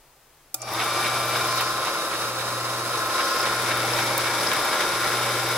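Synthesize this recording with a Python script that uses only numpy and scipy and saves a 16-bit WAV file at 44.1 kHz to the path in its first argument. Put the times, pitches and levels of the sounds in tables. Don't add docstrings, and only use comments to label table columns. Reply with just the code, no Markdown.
import sys
import numpy as np
from scipy import signal
from scipy.fft import rfft, irfft, next_fast_len
from scipy.io import wavfile

SR = 44100
rng = np.random.default_rng(int(sys.argv[2]) if len(sys.argv) > 2 else 0)


def log_audio(samples):
    frames = np.atleast_2d(samples).T
    limited = np.clip(frames, -1, 1)
    pcm = np.round(limited * 32767).astype(np.int16)
    wavfile.write(sys.argv[1], SR, pcm)


N = 245637
TIME = np.arange(N) / SR
FREQS = np.maximum(np.arange(N // 2 + 1) * SR / N, 1)
MOTOR_ON_S, LAMP_ON_S, FRAMES_PER_S = .5432, 4.1785, 24.157

# t/s, place (0 front panel, 1 reel arm, 2 lens; the grille lies halfway between each)
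MIC_PATH = [(1.25, 0.062), (1.6, 0.57), (1.9, 0.69), (2.3, 1), (2.8, 1.07), (3.05, 1.32), (3.3, 1.48),
            (3.8, 1.95), (4.4, 2)]
# f/Hz, left-right correlation
STEREO_LIKENESS = [(100, 0.99), (350, 0.99), (700, 0.98), (1400, 0.79), (2800, 0.68), (5000, 0.18),
                   (9000, 0.052), (15000, 0.038)]
# f/Hz, left minus right/dB
STEREO_LEAN = [(100, 0.5), (700, -0.5), (1290, 3.5), (2380, -1.5), (4400, 3.5), (8120, 4), (15000, 1.5)]
# f/Hz, relative level/dB
ROOM_COLOUR = [(12, -29), (20, -5.5), (113, -18.5), (150, -12), (177, -27), (301, -19.5), (542, -18.5),
               (923, -18.5), (3070, -26), (14700, -28.5), (16000, -28)]
# t/s, level/dB, f/Hz, spread/octaves, t60/s
SWITCH_SNAPS = [(.5432, -14.2, 8900, .86, .021), (.6175, -27, 6800, .42, .032),
                (4.1785, -15, 12000, .64, .02)]
# f/Hz, level/dB, t60/s
PANEL_MODES = [(312, -44, 0.15), (577, -43, 0.12), (757, -38.5, .13), (870, -42, .08), (1195, -45, 0.19),
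               (1380, -42, 0.098), (2440, -42, 0.075), (3700, -43, 0.065)]
# share of the cycle, relative level/dB
CLAW_CONTACTS = [(0, 2), (.21, -4), (0.401, -1.5), (0.608, -6), (.8, -6)]
# f/Hz, width/Hz, gain/dB at the panel, at the arm, at the lens
CASING_MODES = [(335, 40, 8.5, 5.5, 3), (550, 120, -2.5, 3.5, 0.5), (608, 48, 4.5, -1, 2.5),
                (666, 53, 2, 1, -3.5), (780, 86, 7, 1.5, 3), (1242, 34, -1.5, -7.5, -8.5),
                (1480, 47, 6, -2, 1.5), (1714, 34, -11, 0.5, -8.5), (1704, 72, -4, -4.5, 1.5),
                (2010, 110, -4, -3.5, -0.5), (2160, 26, 5, -2, 7.5), (2308, 17, -7, 1, 5),
                (2470, 17, 5, 6, 2), (3000, 910, 0, 1.5, -2.5), (3160, 450, 0, -1.5, 1.5),
                (3670, 173, 8.5, 4, 8), (3810, 66, -1, 12.5, -5), (3920, 87, 8, 7, 7.5),
                (4160, 150, -8, 2, -4.5), (4340, 190, 2.5, 4, -0.5), (4970, 116, 7, 11.5, 3.5),
                (5230, 170, 3.5, 4, 4.5), (5850, 110, 3.5, 4, 2.5), (7790, 270, 5, -0.5, 5),
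                (8420, 550, -5, -3.5, -2), (9850, 340, 6, 3.5, 6), (10480, 480, 8.5, 3, 7.5)]
# f/Hz, relative level/dB
RUSH_SPECTRUM = [(40, -16.5), (100, -12.5), (220, -7), (340, -1.5), (560, 3.5), (720, 0), (1250, -1.5),
                 (1800, -2.5), (2700, -7), (5600, -9), (6700, -17), (9200, -20.5), (11500, -21),
                 (15500, -28)]
# level/dB at panel, arm, lens, grille lift/dB, loss at standstill/dB
RUSH_LEVELS = [(-32.5, -35.5, -30.5, 0.5, 25), (-30.5, -34.5, -29, 1.4, 35), (-35, -34.5, -34.5, 0.6, 33)]
STRONG_ORDERS = [43, 44, 49.08, 54.07, 56.08, 59.02]
# level/dB at panel, arm, lens, grille lift/dB
STRONG_LEVELS = [(-38.5, -42, -40, 7), (-39.5, -42, -39.5, 7), (-34.5, -40.5, -42.5, 0),
                 (-52, -37.5, -42.5, 6.5), (-37, -46, -39.5, 0), (-44.5, -43, -37.5, 5.5)]
WEAK_ORDERS = [3, 4, 6, 8, 14, 15, 21, 22, 23, 25, 26, 39.15, 64, 68.95, 90.75, 91.85, 95.4, 96.8]
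WEAK_LEVELS = [-62, -59.5, -56, -56, -46.5, -48.5, -56.5, -51.5, -50.5, -49.5, -51.5, -43.5, -55, -45, -60,
               -41.5, -54, -44]
# f/Hz, width/Hz, relative level/dB
BELT_RESONANCES = [(340, 31, -23), (634, 40, -2), (790, 84, -8), (1090, 77, -17), (1203, 86, -0.5),
                   (2327, 92, -5), (2730, 49, -15), (4640, 260, -13), (5600, 400, -11.5)]
# t/s, level/dB
SHARP_TICKS = [(0.7347, -28), (1.078, -29), (1.294, -35), (1.609, -24), (4.5325, -23)]
# t/s, relative level/dB
PULLEY_RUBS = [(0.808, -24.5), (1.06, -24), (1.355, -27), (1.606, -25.5), (1.874, -28), (2.137, -33),
               (2.409, -31), (2.676, -36), (2.944, -30), (3.202, -25), (3.467, -23.5), (3.714, -24),
               (3.995, -27.5), (4.27, -26), (4.538, -24.5), (4.736, -27), (4.812, -24), (5.052, -26),
               (5.288, -28.5)]
# t/s, level/dB
METAL_PINGS = [(3.404, -20), (3.936, -23), (4.4707, -17.5)]
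# t/s, level/dB
GEAR_CLACKS = [(3.715, -30), (3.987, -23), (4.516, -19)]


def from_db(db):
    return 10 ** (np.asarray(db) / 20)


def unit_rms(x):
    return x / np.sqrt(np.mean(x ** 2) + 1e-20)


def curve(points):
    hz, value = np.transpose(points)
    return np.interp(np.log(FREQS), np.log(hz), value)


def bell(hz, octaves):
    return np.exp(-.5 * (np.log2(FREQS / hz) / octaves) ** 2)


def resonance(hz, width_hz):
    return 1 / (1 + (2 * (FREQS - hz) / width_hz) ** 2)


def eq(x, gain):
    size = next_fast_len(x.shape[-1] + 2048)
    hz = np.arange(size // 2 + 1) * SR / size
    return irfft(rfft(x, size) * np.interp(hz, FREQS, gain), size)[..., :x.shape[-1]]


def drift(rate_hz):
    knots = rng.standard_normal(int(N / SR * rate_hz) + 3)
    return unit_rms(np.interp(TIME * rate_hz, np.arange(len(knots)), knots))


def stereo(pair, gain, out_of_step=.12, swap_hz=884):
    alike = curve(STEREO_LIKENESS)
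    mid = eq(pair[0], gain * np.sqrt(1 + alike))
    apart = gain * np.sqrt(1 - alike)
    lead = 1j * np.tanh(10 * np.sin(np.pi * FREQS / swap_hz))
    side = eq(pair[0], lead * apart * np.sqrt(out_of_step))
    side += eq(pair[1], apart * np.sqrt(1 - out_of_step))
    lean = from_db(curve(STEREO_LEAN) / 2)
    return unit_rms(np.array([eq(mid + side, lean), eq(mid - side, 1 / lean)]))


def noise(gain):
    return stereo(rng.standard_normal((2, N)), gain)


def mic_place():
    return np.interp(TIME, *np.transpose(MIC_PATH))


def nearness():
    return np.array([np.maximum(1 - abs(mic_place() - k), 0) for k in range(3)])


def over_grille(focus=3.2):
    return abs(np.sin(np.pi * mic_place())) ** focus


def path_db(rows):
    return np.array(rows) @ np.vstack([nearness(), over_grille()])


def room_tone():
    return from_db(-55.5) * noise(from_db(curve(ROOM_COLOUR)))


def snap(s, db, hz, octaves, t60, pan_db=0, rise_s=.00017, tail_db=-25, tail_t60=.26):
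    out, age, start = np.zeros((2, N)), TIME[:SR // 4], int(s * SR)
    ringing = unit_rms(eq(rng.standard_normal((2, len(age))), bell(hz, octaves)))
    attack = 1 - np.exp(-age / rise_s)
    decay = from_db(-60 * age / t60) + from_db(tail_db - 60 * age / tail_t60)
    out[:, start:start + len(age)] = from_db(db) * ringing * attack * decay
    return out * from_db([[pan_db / 2], [-pan_db / 2]])


def switch():
    return sum(snap(*row) for row in SWITCH_SNAPS)


def panel_ring():
    age = np.maximum(TIME - MOTOR_ON_S, 0)
    return sum(from_db(db - 60 * age / t60) * np.sin(2 * np.pi * hz * age) * (-1) ** k
               for k, (hz, db, t60) in enumerate(PANEL_MODES))


def drive_speed(spin_up_s=.125, steepness=1.6, sag_frames_per_s=.09, sag_s=.17):
    running = np.maximum(TIME - MOTOR_ON_S, 0) / spin_up_s
    lit = np.maximum(TIME - LAMP_ON_S, 0) / sag_s
    sag = sag_frames_per_s / FRAMES_PER_S * lit * np.exp(1 - lit)
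    return 1 - np.exp(-running ** steepness) - sag


def claw(frames, jitter_s=.00025, uneven_db=3.5, t60=.03, rise_s=.00062):
    out, age = np.zeros((2, N)), TIME[:SR // 8]
    envelope = from_db(-60 * age / t60) * (1 - np.exp(-age / rise_s))
    for share, db in CLAW_CONTACTS:
        times = np.interp(np.arange(1, int(frames[-1])) + share, frames, TIME)
        late, strength = rng.standard_normal((2, len(times)))
        samples = np.clip((times + jitter_s * late) * SR, 0, N - 1).astype(int)
        blows = np.bincount(samples, from_db(db + uneven_db * np.tanh(strength)), N)
        ringing = rng.standard_normal((2, len(age))) * envelope
        out += signal.fftconvolve(blows[None], ringing, axes=1)[:, :N]
    return eq(unit_rms(out), bell(1267, .32) + from_db(-10) * bell(1267, 2.1))


def from_the_right(sound, lag_s=.00012, direct_share=.41, shade_db=-2.5):
    left, right = sound
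    late = np.interp(TIME - lag_s, TIME, right)
    direct = direct_share / (1 + (1500 / FREQS) ** 4)
    shade = from_db(shade_db / (1 + (4000 / FREQS) ** 2))
    return np.array([eq(left, shade * np.sqrt(1 - direct)) + eq(late, shade * np.sqrt(direct)), right])


def casing(sound, ripple_db, spacing_hz):
    knots = rng.standard_normal(2000)
    ripple = np.interp(FREQS / spacing_hz, np.arange(len(knots)), knots)
    fine_db = ripple_db * ripple * FREQS / (FREQS + 1500)
    out = 0
    for k, (near, heard) in enumerate(zip(nearness(), (sound, from_the_right(sound), sound))):
        modes_db = sum(gains_db[k] * resonance(hz, width) for hz, width, *gains_db in CASING_MODES)
        out = out + near * eq(heard, from_db(modes_db + fine_db))
    return out


def rush(frames, speed, claw_db=.5, flutter_db=.65, swell_db=.45):
    clatter = from_db(claw_db) * claw(frames)
    fan = rng.standard_normal((2, N))
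    inside = stereo(fan + clatter, from_db(curve(RUSH_SPECTRUM)))
    outside = casing(inside, ripple_db=2.5, spacing_hz=39.92)
    below_mid, below_hiss = 1 / (1 + (FREQS / 1300) ** 4), 1 / (1 + (FREQS / 6500) ** 8)
    bands = (below_mid, below_hiss - below_mid, 1 - below_hiss)
    levels = np.array(RUSH_LEVELS)
    band_db = path_db(levels[:, :-1]) - levels[:, -1:] * (1 - speed) + swell_db * drift(12)
    band_db[1:] += flutter_db * drift(90)
    return sum(unit_rms(eq(outside, band)) * from_db(db) for band, db in zip(bands, band_db))


def gear_tone(frames, order, waver_rad, phase_spread, pan_db, rough_db, arm_lag):
    phase = 2 * np.pi * order * frames + rng.uniform(0, 2 * np.pi) + waver_rad * drift(14)
    apart = (phase_spread * drift(1.22) - arm_lag * nearness()[1]) * order / STRONG_ORDERS[0]
    sides = np.array([[1], [-1]])
    gain = from_db(sides * pan_db / 2 + rough_db * drift(45))
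    return np.sqrt(2) * np.sin(phase + sides * apart) * gain


def gear_whine(frames, speed, weak_trim_db=-1.5, weak_arm_db=-5.5):
    strong = sum(from_db(db + drift(3.94))
                 * gear_tone(frames, k, waver_rad=.12, phase_spread=.04, pan_db=0,
                             rough_db=1.5, arm_lag=.21)
                 for k, db in zip(STRONG_ORDERS, path_db(STRONG_LEVELS)))
    weak = sum(from_db(db + 3.1 * drift(1.996))
               * gear_tone(frames, k, waver_rad=.3, phase_spread=.2, pan_db=-1.4,
                           rough_db=2, arm_lag=.76)
               for k, db in zip(WEAK_ORDERS, WEAK_LEVELS))
    return (strong + weak * from_db(weak_trim_db + weak_arm_db * nearness()[1])) * speed ** 3


def motor_hum(frames, speed, mains_hz=60, null_s=1.993, rise_s=.078):
    hum_phase, drive_phase = 2 * np.pi * 2 * mains_hz * TIME, 2 * np.pi * 5 * frames
    offset = np.interp(null_s, TIME, drive_phase - hum_phase)
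    beating = np.sin(hum_phase) - .99 * speed ** 4 * np.sin(drive_phase - offset)
    swell = 1 - np.exp(-np.maximum(TIME - MOTOR_ON_S, 0) / rise_s)
    level_db = np.array([-42.5, -44, -41.2]) @ nearness()
    return swell * from_db(level_db) * beating


def belt_slip(start_s=.577, attack_s=.07, hold_s=.16, release_s=.05, level_db=-36.5, grain_db=2):
    modes = sum(from_db(db) * resonance(hz, width) for hz, width, db in BELT_RESONANCES)
    slip = np.interp(TIME, np.cumsum([start_s, attack_s, hold_s, release_s]), [0, 1, 1, 0])
    return slip * from_db(level_db + grain_db * drift(140)) * noise(modes)


def faint_ticks(speed, per_s=13, level_db=-29.5, arm_db=-4, t60=.033):
    hits = (rng.random(N) < per_s / SR) * from_db(rng.uniform(-8.5, 0, N))
    envelope = signal.lfilter([1], [1, -from_db(-60 / (t60 * SR))], hits + 1e-18)
    return speed ** 4 * from_db(level_db + arm_db * nearness()[1]) * envelope * noise(bell(12810, .3))


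def sharp_ticks():
    return sum(snap(s, db, hz=12300, octaves=.38, t60=.022, pan_db=3) for s, db in SHARP_TICKS)


def pulley_rub(half_length_s=.016, grain_db=1.9, trim_db=-3):
    pressure = sum(from_db(db) * np.exp(-.5 * ((TIME - s) / half_length_s) ** 2)
                   for s, db in PULLEY_RUBS)
    scuff = pressure * from_db(trim_db + grain_db * drift(300)) * noise(bell(1480, .99))
    return casing(scuff, ripple_db=3, spacing_hz=113.2)


def vent_hiss(level_db=-34.5, narrowing=3.3):
    return from_db(level_db) * over_grille() ** narrowing * noise(bell(4970, .22))


def metal_pings():
    return sum(snap(s, db, hz=5160, octaves=.069, t60=.026, pan_db=3.5) for s, db in METAL_PINGS)


def gear_clacks():
    return sum(snap(s, db, hz=2174, octaves=.75, t60=.017) for s, db in GEAR_CLACKS)


def scene():
    speed = drive_speed()
    frames = FRAMES_PER_S * np.cumsum(speed) / SR
    powered = np.clip((TIME - MOTOR_ON_S) / .012, 0, 1)
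    air = rush(frames, speed) + vent_hiss()
    drive = gear_whine(frames, speed) + motor_hum(frames, speed) + belt_slip() + faint_ticks(speed)
    accents = pulley_rub() + switch() + panel_ring() + metal_pings() + gear_clacks() + sharp_ticks()
    return room_tone() + powered * (air + drive) + accents


def record(dry):
    cutoff_hz = 15850
    return eq(dry, 1 / (1 + (FREQS / cutoff_hz) ** 300))


dry = scene()
out = record(dry)
log_audio(out)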